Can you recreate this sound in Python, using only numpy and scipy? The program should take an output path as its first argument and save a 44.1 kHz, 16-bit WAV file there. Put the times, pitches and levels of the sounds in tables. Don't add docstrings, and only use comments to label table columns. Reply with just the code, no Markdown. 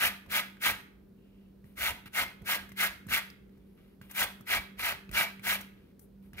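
import sys
import numpy as np
from scipy import signal
from scipy.fft import rfft, irfft, next_fast_len
from scipy.io import wavfile
from scipy.ndimage import uniform_filter1d

SR = 44100
rng = np.random.default_rng(int(sys.argv[2]) if len(sys.argv) > 2 else 0)


def voltage_ratio(decibels):
    exponent = np.asarray(decibels, float) / 20
    return 10 ** exponent


def to_wav(sig):
    pcm = np.clip(np.atleast_2d(sig), -1, 1) * 32767
    pcm = np.round(pcm).astype(np.int16)
    wavfile.write(sys.argv[1], SR, pcm.T)


N = 282240

# [teeth bite t/s, push t/s, ease t/s, pressure level/dB, oil spray level/dB re pressure]
STROKE_TIMES = [(-.03, .085, .028, -28, -2.5), (0.305, 0.063, 0.033, -28.5, -3),
                (0.618, 0.049, 0.045, -27.5, -2.5), (1.774, 0.085, 0.049, -32.5, -1.5),
                (2.137, 0.048, 0.05, -31, -2.5), (2.461, 0.057, 0.043, -30, -2),
                (2.774, 0.054, 0.043, -29, -2), (3.094, 0.052, 0.042, -29.5, -2.5),
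                (4.152, 0.058, 0.033, -29.5, 0), (4.473, 0.064, 0.04, -30, -3.5),
                (4.788, 0.087, .045, -31.5, -4), (5.131, 0.063, 0.048, -28, -3.5),
                (5.438, 0.066, 0.052, -31, -0.5), (6.376, 0.049, 0.059, -36.5, -4.5)]
# [lower ring f/Hz, level/dB, upper ring f/Hz, level/dB, looseness level/dB]
BLADE_GRIPS = [(1202, -8.5, 1755, -18, 1), (1654, -11.5, 2400, -18.5, -1), (1604, -12.5, 1890, -20.5, 1),
               (1527, -12, 2000, -32, -1), (1480, -13.5, 2120, -11, 2.5), (1626, -5, 1170, -20, 1),
               (1661, -11.5, 2130, -10.5, -3), (1580, -17, 1900, -20.5, -5), (1552, -12.5, 4100, -27, 3.5),
               (1625, -14.5, 2300, -11.5, 0.5), (1520, -27.5, 2600, -15.5, -1.5),
               (1600, -15, 2310, -8.5, 3), (1650, -13.5, 3100, -21, 0.5), (1527, -4, 2300, -28, -16)]
# [f/Hz, width f/Hz, level/dB]
BLADE_MODES = [(742, 33, -2.5), (964, 40, 0.5), (1147, 15, 1), (1267, 41, 6.5), (1780, 42, 4),
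               (2230, 40, -13.5), (2687, 27, 1.5), (3080, 23, -21.5), (3424, 60, 4.5), (5100, 150, -40.5)]
# [f/Hz, level/dB]
TEAR_COLOUR = [(410, -50), (700, -29.5), (1060, -35), (1270, 2), (1800, 4.5), (2080, 5.5), (2400, 1.5),
               (5190, -18.5), (7000, -14), (9100, -62), (15400, -120)]
# [f/Hz, level/dB]
SPRAY_COLOUR = [(3000, -34.5), (5000, -14), (6200, -5.5), (7000, -12), (8400, -4.5), (10500, -2),
                (12400, 2), (14500, 0), (15800, -6)]
# [t/s, tick level/dB, thud level/dB re tick, tick f/Hz, crack level/dB re tick]
BLADE_TOUCHES = [(0.262, -50, 0, 1075, -15.5), (0.569, -46.5, -2.5, 1600, -28.5),
                 (1.642, -51.5, 7, 1850, -19), (1.776, -36, -15.5, 2090, -20), (2.06, -41, -5.5, 2010, -17),
                 (2.418, -51.5, 12.5, 1900, -10.5), (2.691, -43, -3, 1670, -12),
                 (2.718, -38, -9, 2040, -17), (3.067, -52, 16, 1220, 0.5), (3.086, -36, -12, 1690, -32),
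                 (3.301, -44, -12, 4930, -12), (3.492, -60.5, -9, 1754, -23),
                 (3.575, -61.5, 4, 1630, -12.5), (3.777, -62, -15, 1314, -30), (4.014, -40, -2, 1560, -18),
                 (4.098, -57, -23, 2210, -7), (4.111, -41, -24, 1720, -2), (4.408, -49, 8, 1230, -7.5),
                 (5.092, -40, -0.5, 2560, -24.5), (5.113, -40.5, -34, 1990, -6.5),
                 (5.394, -42, -3.5, 2250, -22), (5.609, -41, -25, 2240, -2), (5.993, -63.5, -8, 1670, 9.5),
                 (6.332, -43, -2.5, 1730, -15)]
# [start t/s, length t/s, rub level/dB, skin fizz level/dB re rub]
FINGER_RUBS = [(1.197, 0.43, -85.5, -8), (1.645, .11, -75, 3), (2.056, .03, -53.5, -4.5),
               (3.49, 0.29, -81.5, -2), (3.762, 0.2, -74, -11), (4.015, 0.083, -66, -1),
               (4.092, 0.078, -59.5, 3), (4.792, .022, -40, -5), (5.754, 0.18, -75.5, -7),
               (6.007, 0.053, -86, 22), (6.22, 0.078, -76, 2.5), (6.34, 0.022, -60, -16)]
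# [f/Hz, width f/Hz, level/dB]
HISS_BANDS = [(2770, 700, -84), (11300, 700, -82)]
# [rise starts t/s, hold starts t/s, fall starts t/s, end t/s]
HISS_TIMES = [
    [1.12, 1.22, 1.45, 1.56],
    [3.62, 3.7, 3.93, 3.98],
]
# [t/s, level/dB]
ARM_JOLTS = [(.07, -51.5), (.28, -54.5), (0.702, -51.5), (1.798, -53.5), (1.91, -51.5), (2.22, -51),
             (2.43, -53.5), (2.62, -58.5), (2.89, -61), (3.111, -50.5), (4.03, -67), (4.23, -53),
             (4.57, -49), (4.8, -53.5), (4.93, -58.5), (5.12, -51.5), (5.21, -52), (5.45, -57),
             (5.6, -61.5), (6.36, -56)]
# [t/s, level/dB]
HUM_LEVEL = [(0.0, -59.5), (0.1, -55), (1.3, -62.5), (1.35, -56.5), (2.25, -61.5), (2.89, -56),
             (2.94, -67.5), (3.06, -56), (3.62, -60), (5.6, -55), (5.74, -60), (6.4, -57)]
# [f/Hz, width f/Hz, level/dB]
HUM_PARTIALS = [(195.6, 3, 0.5), (390, 0.94, -12), (57, 2.7, -13.5)]
# [f/Hz, level/dB]
AIR_COLOUR = [(20, -38.5), (50, -11.5), (160, -4.5), (420, -8.5), (700, -27.5), (3080, -39.5), (7310, -48),
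              (14000, -38)]
# [f/Hz, likeness, 1 = same]
AIR_LIKENESS = [(60, 0.53), (200, 1), (350, 0.15), (700, 0.12), (2000, 0.44), (15000, .1)]
# [f/Hz, t60 t/s]
KITCHEN_DECAY = [(500, 0.6), (1300, 0.53), (3500, 0.45), (9000, 0.36)]
BLADE_LEADS = [2, 4, 6, 6, 8]
# [f/Hz, left minus right level before scaling/dB]
PORT_BALANCE = [(60, -15), (110, 2), (200, -5.5), (380, 25.5), (700, 3), (1290, -7), (2380, -6),
                (4400, -29.5), (8120, -8.5), (15000, 9.5)]

REGRIP_S = .045
LAND_S, LAND_DB = 0.02, -25.5
PUSH_DB, PUSH_CURVE, EASE_DB, EASE_CURVE = -17.5, 2.1, -6.5, 1.7
LIFT_S, LIFT_DB = 0.02, -9.5
TRAIL_S, TRAIL_DB = 0.097, -13
SPRAY_STEADY, SPRAY_LIFT_DB = 0.15, -9.5
FLEX_DB, FLEX_GAIN_DB, FLEX_STEADY, FIRM_DB = -22, 19.5, 1, -28
BITE_DB, BITE_STEADY = -5.5, .15
GRASP, SLIDE_DB = 0.11, -8
JOLT_RISE_S, JOLT_FALL_S, REST_DB = 0.024, 0.045, -65.5
AIR_DB = -60
EDGE_HZ = 15780


def evened(x):
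    return x / np.sqrt(np.mean(x ** 2) + 1e-20)


def read(points, hz):
    f, value = np.transpose(points)
    return np.interp(np.log(hz + 1), np.log(f + 1), value)


def colour(x, points, power=1):
    length = x.shape[-1]
    size = next_fast_len(length + 2048)
    gain = voltage_ratio(power * read(points, np.fft.rfftfreq(size, 1 / SR)))
    return irfft(rfft(x, size) * gain, size)[..., :length]


def band(x, lo_hz, hi_hz):
    return signal.sosfilt(signal.butter(2, [lo_hz, hi_hz], "band", fs=SR, output="sos"), x)


def resonate(x, hz, width):
    turn = np.exp(2j * np.pi * np.cumsum(hz * np.ones(len(x))) / SR)
    r = np.exp(-np.pi * width / SR)
    return 2 * (turn * signal.lfilter([1 - r], [1, -r], x / turn)).real


def clicks(per_s, spread_db):
    size = voltage_ratio(spread_db * np.minimum(rng.exponential(1, N), 4)) * rng.choice([-1., 1.], N)
    return evened(size * (rng.random(N) < per_s / SR))


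def rasp():
    force, spraying, flexing, biting = voltage_ratio(-3) * stroke_controls()
    chance = rng.standard_normal(N)
    rows = voltage_ratio(1.1 * evened(band(chance, 60, 410)))
    pockets = voltage_ratio(1.3 * evened(band(chance, 14, 55)))
    tears = dimpled(rows * clicks(7000, 2.3))
    body = evened(colour(tears, TEAR_COLOUR))
    bite = evened(band(band(tears, 1800, 6500), 1700, 6000))
    spray = evened(colour(pockets * rows ** .7 * clicks(16000, 2.5), SPRAY_COLOUR))
    flex = evened(band(band(tears, 480, 1300), 420, 2100))

    steel = blade(BLADE_MODES)
    ringing = voltage_ratio(-12.5) * signal.oaconvolve(force * tears, steel / np.linalg.norm(steel))[:N]
    grip_starts = np.transpose(STROKE_TIMES)[0] - REGRIP_S
    stroke = np.searchsorted(grip_starts, np.arange(N) / SR).clip(1) - 1
    low_hz, low_db, high_hz, high_db, loose_db = np.transpose(BLADE_GRIPS)[:, stroke]
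    for hz, db, width in ((low_hz, low_db, 15), (high_hz, high_db, 16)):
        mode = resonate(voltage_ratio(db + 0.5) * force * tears, hz, width)
        ringing += mode * np.sqrt(SR / (2 * np.pi * width))
    out = ringing + force * body + spraying * spray
    return out + voltage_ratio(loose_db - 9.0) * flexing * flex + voltage_ratio(-6.0) * biting * bite


def stroke_controls():
    t, out = np.arange(N) / SR, np.zeros((4, N))
    for s, push, ease, db, spray_db in STROKE_TIMES:
        end = s + push + ease + LIFT_S + TRAIL_S
        near = slice(max(round((s - LAND_S) * SR), 0), round(end * SR))
        since = t[near] - s
        landing = (-since / LAND_S).clip(0, 1)
        held_db = PUSH_DB * (1 - since / push).clip(0, 1) ** PUSH_CURVE
        held_db += EASE_DB * ((since - push) / ease).clip(0, 1) ** EASE_CURVE
        lift = ((since - push - ease) / LIFT_S).clip(0, 1)
        trail = ((since - push - ease - LIFT_S) / TRAIL_S).clip(0, 1)
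        force_db = db + held_db + LAND_DB * landing + LIFT_DB * lift + TRAIL_DB * trail
        force = voltage_ratio(force_db) * np.sqrt(1 - trail)
        along = (since / (push + ease)).clip(0, 1)
        spraying_db = spray_db - SPRAY_STEADY * held_db + SPRAY_LIFT_DB * lift
        flexing_db = FLEX_DB + FLEX_GAIN_DB * along - FLEX_STEADY * (db - FIRM_DB)
        biting_db = BITE_DB - BITE_STEADY * held_db
        out[:, near] += force * voltage_ratio([0 * since, spraying_db, flexing_db, biting_db])
    return out


def dimpled(x, patchy_db=2.0):
    hz, t, z = signal.stft(x, nperseg=256, noverlap=192)
    noise = rng.standard_normal(z.shape[::-1]).T
    patches = evened(uniform_filter1d(uniform_filter1d(noise, 3, 0), 14, 1))
    return evened(signal.istft(z * voltage_ratio(patchy_db * patches), nperseg=256, noverlap=192)[1][:N])


def blade(modes, damping=1):
    t = np.arange(6000) / SR
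    out = np.zeros(len(t))
    for hz, width, db in modes:
        decay = np.exp(-np.pi * width * damping * t)
        out += voltage_ratio(db) * np.sqrt(width) * decay * np.sin(2 * np.pi * hz * t)
    return out


def touches():
    out, t = np.zeros(N + 6000), np.arange(6000) / SR
    chime = blade(BLADE_MODES, damping=7.5)
    chime /= abs(chime).max()
    for s, db, thud_db, hz, crack_db in BLADE_TOUCHES:
        noise = rng.standard_normal(len(t))
        crack = voltage_ratio(crack_db + 5.0 - 60 * t / 0.027) * evened(colour(noise, SPRAY_COLOUR, 0.93))
        tick = np.sin(2 * np.pi * hz * t) + 0.38 * evened(resonate(noise, hz, 1200))
        ring = voltage_ratio(4 - 60 * t / 0.0094) * tick
        onset = 1 - np.exp(-t / 0.002)
        out[round(s * SR):][:len(t)] += voltage_ratio(db + 1.0) * onset * (crack + ring + voltage_ratio(4.0) * chime)
    return out[:N]


def thuds():
    out, t = np.zeros(N + 6000), np.arange(6000) / SR
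    hz = 70 + 190 * np.exp(-t / .007)
    envelope = voltage_ratio(-60 * t / 0.077) * (1 - np.exp(-t / 0.0016))
    push = -envelope * np.sin(2 * np.pi * np.cumsum(hz) / SR)
    for s, db, thud_db, *_ in BLADE_TOUCHES:
        out[round((s - .002) * SR):][:len(t)] += voltage_ratio(db + thud_db + 0.5) * push
    return out[:N]


def fingers():
    rub = evened(band(band(clicks(4000, 2.2), 600, 3600), 1000, 3900))
    fizz = evened(band(colour(clicks(5850, 4), SPRAY_COLOUR), 8500, 15000))
    t, out = np.arange(N) / SR, np.zeros(N)
    for s, length, rub_db, fizz_db in FINGER_RUBS:
        done = ((t - s) / length).clip(0, 1)
        hold = np.minimum(np.minimum(done, 1 - done) / GRASP, 1) * voltage_ratio(SLIDE_DB * done)
        out += hold * voltage_ratio(rub_db) * (rub + voltage_ratio(fizz_db) * fizz)
    return out


def faint_hisses():
    out = np.zeros(N)
    for times, (hz, width, db) in zip(HISS_TIMES, HISS_BANDS):
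        slide = np.interp(np.arange(N) / SR, times, [0, 1, 1, 0])
        hiss = resonate(resonate(clicks(3000, 2.3), hz, width), hz, width)
        out += slide * voltage_ratio(db) * evened(hiss)
    return out


def shake():
    t = np.arange(N) / SR
    level = voltage_ratio(REST_DB) * np.ones(N)
    for s, db in ARM_JOLTS:
        level += voltage_ratio(db) * np.exp(-((t - s) / np.where(t < s, JOLT_RISE_S, JOLT_FALL_S)) ** 2)
    noise = rng.standard_normal(N)
    deep = evened(band(band(noise, 44, 120), 30, 110))
    return level * (deep + voltage_ratio(-4) * evened(band(noise, 76, 360)))


def hum():
    t = np.arange(N) / SR
    out = np.zeros(N)
    for hz, width, line_db in HUM_PARTIALS:
        noise = rng.standard_normal(N)
        fuzz = evened(resonate(resonate(noise, hz, width * 3.1), hz, width * 3.1))
        out += voltage_ratio(line_db) * evened(np.sin(2 * np.pi * hz * t) + 0.45 * fuzz)
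    return voltage_ratio(np.interp(t, *np.transpose(HUM_LEVEL))) * out


def air():
    frames, hz = N // 256 + 5, np.fft.rfftfreq(1024, 1 / SR)
    a, b, c, d, patches = rng.standard_normal((frames, 513, 5)).T
    patches = evened(uniform_filter1d(uniform_filter1d(patches, 12, 0), 14, 1))
    same = np.clip(read(AIR_LIKENESS, hz), -1, 1)[:, None]
    left = a + 1j * b
    right = same * left + np.sqrt(1 - same ** 2) * (c + 1j * d)
    z = np.array([left, right]) * voltage_ratio(read(AIR_COLOUR, hz)[:, None] + 0.5 * patches)
    return voltage_ratio(AIR_DB) * evened(signal.istft(z, nperseg=1024, noverlap=768)[1][:, :N])


def kitchen(x, early_db=-4, late_db=-11):
    size = SR // 2
    taps = np.zeros((2, size))
    at = np.arange(300, size - 20, 20) + rng.integers(0, 20, (2, (size - 301) // 20))
    np.put_along_axis(taps, at, rng.choice([-1., 1.], at.shape), 1)
    hz, t, z = signal.stft(taps, SR, nperseg=256)
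    decay = voltage_ratio(-60 * t / read(KITCHEN_DECAY, hz)[:, None])
    tail = signal.istft(z * decay, SR, nperseg=256)[1][:, :size]
    tail /= np.linalg.norm(tail[0])
    out = voltage_ratio(late_db) * signal.fftconvolve(x[None], tail, axes=1)[:, :N]

    share = uniform_filter1d(rng.standard_normal((len(BLADE_LEADS), N)), 90) ** 2
    share /= np.sqrt((share ** 2).sum(0))
    for part, lead in zip(x * share, BLADE_LEADS):
        path = np.zeros((2, 500))
        at = rng.integers(12, 500, (2, 12))
        np.put_along_axis(path, at, rng.choice([-1., 1.], at.shape) * np.exp(-at / 250), 1)
        path *= voltage_ratio(early_db) / np.linalg.norm(path, axis=1, keepdims=True)
        path[[0, 1], [0, lead]] += 1
        out += signal.oaconvolve(part[None], path, axes=1)[:, :N]
    return out


def scene():
    close = kitchen(rasp() + touches() + fingers() + faint_hisses())
    table = (shake() + thuds()) * voltage_ratio([[-1.5], [1.5]])
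    return close + table + hum() * voltage_ratio([[-.4], [.4]]) + air()


def band_limit(x):
    return signal.sosfilt(signal.butter(12, 15850, fs=SR, output="sos"), x)


def record(dry):
    ports = np.array([colour(dry[0], PORT_BALANCE, 0.033), colour(dry[1], PORT_BALANCE, -0.19)])
    ports = signal.sosfilt(signal.butter(2, 36, "high", fs=SR, output="sos"), ports)
    edge = signal.firwin(1023, EDGE_HZ, window=("kaiser", 9), fs=SR)
    ports = signal.oaconvolve(ports, edge[None], "same")
    return band_limit(ports)


dry = scene()
out = record(dry)
to_wav(out)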